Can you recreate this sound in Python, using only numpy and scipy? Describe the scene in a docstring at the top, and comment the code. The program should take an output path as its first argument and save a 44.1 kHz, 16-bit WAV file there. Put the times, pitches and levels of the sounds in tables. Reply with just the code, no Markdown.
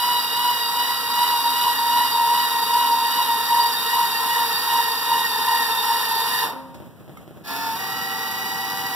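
"""Under an open shelter, roof above and concrete below, a stereo microphone stands by a small tractor.
Two electric screw actuators lift its bucket and stop; then a faster pair tips it. Commutators and
gears whine, brushes hiss, and the load slows the lifting motors once per turn of the screw.
In the pause the motors' tone and low hum linger, soft handling knocks tick and a switch clicks.
Behind it lies a low rumble, louder from the pause on as the recorder's gain rises."""
import sys
import numpy as np
from scipy import signal
from scipy.fft import rfft, irfft
from scipy.io import wavfile
from scipy.ndimage import uniform_filter1d

SR = 44100
rng = np.random.default_rng(int(sys.argv[2]) if len(sys.argv) > 2 else 0)


def persist_wave(psi):
    """Save psi, clipped to +-1, as 16-bit WAV."""
    counts = np.round(np.clip(psi, -1, 1) * 32767).astype(np.int16)
    wavfile.write(sys.argv[1], SR, np.atleast_2d(counts).T)


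N = 394694
T = np.arange(N) / SR
FREQS = np.arange(N // 2 + 1) * SR / N
STOP_S = 6.52  # the bucket reaches the top
# resonances and notches of housings and arms: f/Hz, width/Hz, gain/dB
HOUSING = [(457, 187, 9), (600, 62, -2.5), (985, 250, 7), (1333.5, 15, 12), (1465, 48, 2.5),
           (1500, 100, 1.5), (1720, 93, 2), (2400, 210, 4.5), (2570, 140, -4), (3080, 65, 4),
           (3250, 390, -4.5), (3770, 780, 6), (4640, 340, 8), (5035, 230, 4.5), (5300, 260, -3.5),
           (5840, 410, 1.5), (11920, 720, -6)]


def undb(db):
    """Decibels to gain."""
    return 10 ** (np.asarray(db) / 20)


def unit(x):
    """Scale to rms 1."""
    return x / np.sqrt(np.mean(x ** 2))


def curve(rows):
    """The columns of a table, joined by straight lines in time."""
    times, *columns = np.transpose(rows)
    return np.squeeze([np.interp(T, times, column) for column in columns])


def ramp(start_s, length_s):
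    """A straight rise from 0 to 1."""
    return np.clip((T - start_s) / length_s, 0, 1)


def fade(t60):
    """A decay from time zero, 60 dB down after t60 seconds."""
    return np.exp(-np.log(1000) * T / t60)


def colour(points, modes=()):
    """Gain at each frequency: a smooth slope with resonant humps and notches."""
    hz, db = np.transpose(points)
    gain = undb(np.interp(np.log(FREQS + 1), np.log(hz), db))
    for centre, width, peak_db in modes:
        gain = gain * undb(peak_db / (1 + (2 * (FREQS - centre) / width) ** 2))
    return gain


def shape(x, gain):
    """Filter by a gain at each frequency."""
    return irfft(rfft(x) * gain, N)


def coloured_noise(points):
    """Two channels of noise with the given spectrum, at rms 1."""
    return unit(shape(rng.standard_normal((2, N)), colour(points)))


def wander(hz, step=32):
    """A smooth random drift of rms 1, moving up to about hz times a second."""
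    times = T[::step]
    rates = np.arange(len(times) // 2 + 1) / T[-1]
    slow = irfft(rfft(rng.standard_normal(len(times))) / (1 + (rates / hz) ** 2), len(times))
    return np.interp(T, times, unit(slow))


def tremble(hz):
    """An irregular flutter of rms 1, about hz times a second."""
    return unit(shape(rng.standard_normal(N), FREQS / hz / (1 + (FREQS / hz) ** 4)))


def ring(x, response):
    """Pass a sound through the first two seconds of an impulse response."""
    return signal.fftconvolve(np.atleast_2d(x), np.atleast_2d(response)[:, :2 * SR], axes=1)[:, :N]


def impulses(rows):
    """One sharp blow for each row of time and level."""
    blows = np.zeros(N)
    for start_s, db in rows:
        blows[int(start_s * SR)] += undb(db)
    return blows


def background():
    """A low background rumble, louder from the pause on as the recorder's gain rises."""
    # spectrum of the rumble: f/Hz, relative level/dB
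    spectrum = [(20, -40), (50, -18), (80, -3), (170, 2), (350, -8), (700, -10), (1500, -18.5), (3000, -24),
                (6000, -35), (15000, -29.5)]
    # its level as the gain rises: t/s, level/dB
    level = [(0, -49), (6.2, -48.5), (6.9, -45), (7.5, -45), (8.95, -43.5)]
    return coloured_noise(spectrum) * undb(curve(level) + 1.3 * wander(11))


def shelter(x, wet_db=-13, low_t60=0.9, high_t60=0.68, split_hz=1800):
    """Roof and concrete slab throw the sound back to the microphone; the treble dies first."""
    noise = rng.standard_normal((2, N))
    low = shape(noise, 1 / (1 + (FREQS / split_hz) ** 4))
    response = (low * fade(low_t60) + (noise - low) * fade(high_t60)) * (T > .008)
    return undb(wet_db) * ring(x, response / np.sqrt(np.sum(fade(low_t60) ** 2)))


def lingering_tones(motors):
    """The motors' tone and low hum reverberate under the roof and linger after the lift stops."""
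    # reverberating tones: f/Hz, t60/s, gain while driven/dB, level of the tail/dB
    modes = [(261, 1.0, -24, -36), (538, 1, 1, -37.5), (930, 0.94, -21, -32.5)]
    response = tail = 0
    for hz, t60, driven_db, tail_db in modes:
        mode = fade(t60) * np.sin(2 * np.pi * hz * T)
        response = response + undb(driven_db) * 2 * np.log(1000) / (t60 * SR) * mode
        tail = tail + undb(tail_db) * mode * (1 - fade(0.085))
    return ring(motors, response) + np.pad(tail, (int(STOP_S * SR), 0))[:N]


def ticks():
    """Short, dry ticks on top of the soft handling knocks."""
    # treble edges of the knocks: t/s, level/dB
    edges = [(6.744, -43.5), (6.765, -54), (7.08, -57), (7.277, -61)]
    # spectrum of a tick: f/Hz, relative level/dB
    spectrum = [(300, -20), (1200, 0), (3000, -2), (5500, -6), (9000, -12), (15000, -11)]
    return ring(impulses(edges), coloured_noise(spectrum) * fade(0.086))


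def switch(start_s=7.172):
    """A short click that rings the switch's plastic case."""
    # modes of the case: f/Hz, t60/s, level/dB
    modes = [(1240, .09, -41), (1310, .08, -41), (2120, .08, -37), (3100, .05, -50)]
    case = sum(undb(db) * fade(t60) * np.sin(2 * np.pi * hz * T) for hz, t60, db in modes)
    click = case + undb(-48) * fade(0.089) * rng.standard_normal((2, N))
    return np.pad(click, ((0, 0), (int(start_s * SR), 0)))[:, :N]


def knocks():
    """Dull, dead handling knocks in the pause, each with a brief rattle."""
    # soft blows: t/s, relative level/dB
    hits = [(6.557, -35), (6.75, -31), (6.802, -30), (6.822, -30), (7.008, -35), (7.079, -33), (7.095, -30),
            (7.278, -32), (7.309, -33), (7.372, -32.5), (7.411, -37)]
    # spectrum of the thud: f/Hz, relative level/dB
    spectrum = [(40, -23), (130, -4), (300, -4.5), (600, -7.5), (1000, -18), (3000, -28), (8000, -46),
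                (15000, -34)]
    blows = impulses(hits)
    # minimum phase packs the thud's energy at its start
    cepstrum = irfft(np.log(colour(spectrum)), N)
    thud = irfft(np.exp(rfft(2 * cepstrum * (T < T[-1] / 2))), N)
    rattle = rng.standard_normal((2, N)) * fade(0.1) * undb(-24)
    return undb(1.5) * ring(blows + ring(blows, rattle), thud / np.abs(thud).max())


def coast(start_s=6.42, attack_s=0.037, level_db=-25):
    """With the current off the gears grind briefly to rest."""
    # spectrum of the grinding: f/Hz, relative level/dB
    spectrum = [(60, -28), (260, -6), (520, -6), (700, -3), (1000, 3), (1600, -9), (2600, -14), (5000, -32),
                (15000, -54)]
    grind = coloured_noise(spectrum)
    dying = np.pad(fade(t60=0.62), (int(start_s * SR), 0))[:N]
    return grind * ramp(start_s, attack_s) * dying * undb(level_db + 1.1 * wander(35))


def shaft(hz, jitter):
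    """Turns made by a motor whose speed trembles a little."""
    return np.cumsum(hz * (1 + jitter * wander(13.77))) / SR


def partial(turns, order, rough, chatter_hz):
    """A clean line at order times the shaft rate, plus a skirt from teeth that strike unevenly."""
    rough = np.clip(rough, 0, .98)
    angle = 2 * np.pi * order * turns
    skirt = wander(chatter_hz) * np.cos(angle) + wander(chatter_hz) * np.sin(angle)
    line = np.sqrt(2 * (1 - rough ** 2)) * np.sin(angle + rng.uniform(0, 2 * np.pi))
    return line + rough * skirt


def brushes(turns, spectrum, bars, bar_depth, turn_depth, grit_db, spread, spots=560):
    """Brushes scrape the commutator bars; part of the scrape comes round again on every turn."""
    wear = np.interp(turns % 1 * spots, np.arange(spots), rng.standard_normal(spots))
    pressure = 1 + bar_depth * np.cos(2 * np.pi * bars * turns)
    pressure *= 1 + turn_depth * np.cos(2 * np.pi * turns)
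    pressure *= undb(grit_db * tremble(31))
    scrape = rng.standard_normal(N) + wear
    width = spread / (1 + (FREQS / 8000) ** 2)  # the channels are more alike in the treble
    scattered = shape(rng.standard_normal((2, N)), width)
    radiated = colour(spectrum, HOUSING) / np.sqrt(1 + width ** 2)
    return unit(shape((scrape + scattered) * pressure, radiated))


def tilt(start_s=7.435, attack_s=0.063, bars=10):
    """Two smaller motors tip the bucket: they labour, speed up as the load eases, and beat."""
    # shaft speeds: t/s, fast motor/Hz, slow motor/Hz
    speeds = [(7.45, 90.6, 83.5), (7.5, 91.6, 85.5), (7.55, 91.5, 86.5), (7.65, 91, 87.6),
              (7.715, 90.2, 86.5), (7.75, 90.3, 93.3), (7.8, 98, 94.3), (8.0, 97.5, 95.3),
              (8.25, 97.7, 95.5), (8.42, 97.6, 96.2), (8.6, 97.6, 96.2), (8.75, 97.6, 96.8),
              (8.95, 97.4, 96.4)]
    # starting load: t/s, share/0-1
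    load = [(7.72, 1), (7.8, 0)]
    # the fast motor's commutator tone, loud while it labours: t/s, level/dB
    tone_level = [(7.45, -48), (7.5, -36), (7.55, -31.5), (7.62, -31), (7.7, -26.5), (7.76, -28),
                  (7.8, -42), (8.3, -43), (8.5, -43), (8.95, -36.5)]
    # partials of each motor: multiple of the shaft rate, level labouring/dB, level running free/dB
    fast_motor = [(3.01, -45, -65), (8, -47, -38), (9.14, -62, -40.5), (10.84, -61, -52), (11.98, -52, -44),
                  (15.04, -56, -52), (16, -46, -49.5), (18.2, -44, -50), (19, -39, -41),
                  (19.95, -40, -35.5), (22.6, -51, -67), (24.4, -55, -51), (30.06, -52, -43.5),
                  (36, -66, -52), (38.6, -46, -57), (39.24, -55, -45), (40.1, -46, -44), (47.3, -46, -54),
                  (48.4, -58, -56), (49.7, -49, -50), (57, -49, -57)]
    slow_motor = [(2.98, -52, -60), (5, -69, -53.5), (7.95, -42, -44.5), (10.01, -42, -42.5),
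                  (12.05, -47, -49), (16.07, -40, -47), (20, -36.5, -30.5), (20.85, -43, -62),
                  (25.2, -52, -62), (30, -41, -43), (30.8, -53, -48), (39, -58, -56), (39.9, -46, -43.5),
                  (50, -40, -45.5), (51.3, -51, -49), (60.2, -43.5, -50)]
    # brush noise as the housings radiate it: f/Hz, relative level/dB
    brush_spectrum = [(60, -20), (240, 7.5), (330, -1), (620, -4.5), (850, 4), (1400, 5), (1650, 4),
                      (2500, 6), (3800, -1.5), (5600, 1.5), (6700, -5), (8800, -8), (12000, 6.5),
                      (14000, -0.5), (15500, 4)]
    labour, shaft_hz = curve(load), curve(speeds)
    shafts = [shaft(hz, jitter=0.000895) for hz in shaft_hz]
    whine = undb(curve(tone_level)) * partial(shafts[0], bars, rough=0.091, chatter_hz=25)
    hiss = 0
    for turns, hz, partials in zip(shafts, shaft_hz, (fast_motor, slow_motor)):
        # the partials sink into the noise while the speed changes
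        surge_hz_per_s = uniform_filter1d(np.abs(np.gradient(hz, T)), size=1500)
        dip_db = -8 * surge_hz_per_s / (surge_hz_per_s + 60)
        for order, labour_db, free_db in partials:
            db = free_db + (labour_db - free_db) * labour + dip_db
            whine += undb(db) * partial(turns, order, rough=.27, chatter_hz=40)
        hiss += brushes(turns, brush_spectrum, bars,
                        bar_depth=0.32, turn_depth=0.12, grit_db=1.0, spread=0.85)
    hiss_db = -31.5 + 0.4 * (T - start_s) - 0.7 * labour
    return ramp(start_s, attack_s) * (whine + undb(hiss_db) * hiss)


def lift_gears(turns, bars, height, free):
    """Loaded gear teeth whine along with the commutator's overtones; the mix shifts with the load."""
    # gear partials: multiple of the shaft rate, relative level with the bucket low/dB and high/dB,
    # swell when the screw runs free/dB, roughness/0-1
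    teeth = [(3.334, -19.5, -21.5, 0.5, 0.68), (6, -19, -12.5, -1.5, 0.78), (14.13, -21, -18, -2.5, 0.8),
             (17, -11, -15.5, 0, 0.54), (23.01, -9, -3, 1, 1), (25, -13, -12, 3.5, 0.97),
             (35.57, -18.5, -17, -9, 0.75), (37.07, -10, -9.5, 5, 0.86), (47.1, -5.5, -11.5, 0.5, 1),
             (49.13, -7, -13.5, 2.5, 0.83), (59.97, -7, -2, -2.5, 0.76), (61.5, -9, -19, 0, 0.74),
             (71.5, -25, -12.5, -1.5, 0.9)]
    # commutator overtones: harmonic number, then the same three columns in dB
    harmonics = [(2, -3.5, 2, -0.5), (3, -1, -16.5, 3), (4, -1, -2.5, -1)]
    overtones = [(bars * number, *levels, .22) for number, *levels in harmonics]
    whine = 0
    for order, low_db, high_db, swell_db, rough in overtones + teeth:
        db = low_db + (high_db - low_db) * height + swell_db * free + 2.85 * wander(20.0)
        whine += undb(db) * partial(turns, order, rough, chatter_hz=46.5)
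    return whine


def lift_commutator(turns, bars, height):
    """Bars passing the brushes sing a fluttering tone that roughens as the bucket rises."""
    # the tone surges and sinks as the screw turns: t/s, level/dB
    surges = [(0.0, -29), (0.03, -22.5), (0.18, -22.5), (0.25, -32.5), (0.49, -18.5), (0.54, -31),
              (0.81, -22.5), (0.85, -31.5), (0.9, -20.5), (0.96, -35), (1.23, -18.5), (1.26, -24),
              (1.39, -20), (1.41, -35), (1.46, -18.5), (1.6, -25.5), (1.7, -16), (1.77, -35), (1.8, -22),
              (1.93, -21.5), (1.97, -15.5), (2.06, -22.5), (2.09, -33), (2.15, -19), (2.36, -17.5),
              (2.49, -25), (2.62, -22.5), (2.67, -29), (2.74, -15.5), (3.16, -27), (3.21, -14.5),
              (3.27, -32), (3.3, -18), (3.47, -33.5), (3.52, -17), (3.64, -19), (3.7, -31.5), (3.83, -32),
              (4.02, -18.5), (4.08, -30.5), (4.44, -21.5), (4.48, -29), (4.62, -38), (4.66, -27),
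              (4.8, -18.5), (4.84, -39), (4.85, -30), (5.03, -32.5), (5.12, -19), (5.27, -31),
              (5.52, -20.5), (5.67, -30.5), (5.72, -22.5), (5.77, -28), (5.92, -19.5), (6.01, -29.5),
              (6.28, -26.5), (6.37, -32), (6.44, -23.5), (6.48, -31.5)]
    # side tones: multiple of the shaft rate, level with the bucket low/dB and high/dB
    side_tones = [(11, -48, -37), (13, -40, -30.5)]
    tone = partial(turns, bars, rough=.1 + .17 * height, chatter_hz=35.0)
    sides = 0
    for order, low_db, high_db in side_tones:
        db = low_db + (high_db - low_db) * height
        sides += undb(db) * partial(turns, order, rough=.72, chatter_hz=29.3)
    surge_db = curve(surges)
    tone *= undb(surge_db + 0.08)
    sides *= undb(.8 * (surge_db - surge_db.mean()))  # they follow most of each surge
    return (tone + sides) * (1 + .2 * np.tanh(tremble(30)))


def lift(bars=12, start_hz=80.31, sag_hz_per_s=.58, gear_ratio=30.7, first_free_s=0.089, cut_s=6.44):
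    """The lifting motors slow under load; pitch and level rise once a turn as the screw runs free."""
    # brush noise as the housings radiate it: f/Hz, relative level/dB
    brush_spectrum = [(40, -37), (250, -17), (650, -8), (850, 6), (1350, 1.5), (1600, 0), (2500, 1),
                      (3800, -1.5), (5400, -2), (6700, -9), (8800, -6), (12500, 6), (14000, -2.5),
                      (15500, -3)]
    # slow drift of the hiss: t/s, relative level/dB
    hiss_level = [(0, -31.5), (1.05, -32.5), (1.25, -30.5), (3.0, -31.5), (3.9, -31), (4.8, -30.5),
                  (5.0, -32), (5.6, -31), (6.4, -31)]
    mean_hz = start_hz - sag_hz_per_s * T
    screw_turns = (np.cumsum(mean_hz) / SR - start_hz * first_free_s) / gear_ratio
    free = np.cos(2 * np.pi * screw_turns)  # 1 running free, -1 under full load
    height = ramp(0, STOP_S)
    current = 1 - ramp(cut_s, 0.13)
    sway_hz = 0.847 - 0.197 * height
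    turns = shaft(mean_hz + sway_hz * free, jitter=0.001082)
    tone = lift_commutator(turns, bars, height)
    gears = undb(-3.0) * lift_gears(turns, bars, height, free)
    hiss = brushes(turns, brush_spectrum, bars,
                   bar_depth=0.15, turn_depth=0.068, grit_db=0.72, spread=1.5)
    hiss_db = curve(hiss_level)
    hiss *= undb(3.5 + hiss_db - hiss_db.mean())
    gears_and_hiss = (gears + hiss) * undb(-28 + 0.8 * free) * current
    return current * (tone + gears_and_hiss)


def scene():
    """The tractor under its shelter, with a low rumble behind."""
    motors = lift() + coast() + tilt()
    near = motors + lingering_tones(motors) + knocks() + ticks() + switch()
    return near + shelter(near) + background()


def record(dry):
    """The stereo microphone trades mid for side in a regular ripple up the spectrum, and cuts the top."""
    # side against mid: f/Hz, gain/dB
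    side_tilt = [(60, 0), (150, 2), (500, 1), (950, -7.5), (1800, -4), (3000, -3), (8000, -0.5)]
    # right port against left: f/Hz, gain/dB
    right_port = [(900, -0.2), (2000, 0.5), (6000, 1), (9000, 2.5), (13000, 3.5), (15500, 2)]
    ripple_hz, top_hz = 2200, 15600
    bass_angle = np.minimum(.5 + FREQS / 550, 1.2)  # keeps some bass in the mid channel
    angle = np.maximum(np.pi * FREQS / ripple_hz, bass_angle)
    mid = shape(dry[0], np.sin(angle))
    side = shape(dry[1], 1j * np.cos(angle) * colour(side_tilt))
    lean = np.sqrt(colour(right_port))
    ports = np.array([shape(mid + side, 1 / lean), shape(mid - side, lean)])
    return signal.sosfilt(signal.ellip(10, .2, 80, top_hz, fs=SR, output="sos"), ports)


dry = scene()
out = record(dry)
persist_wave(out)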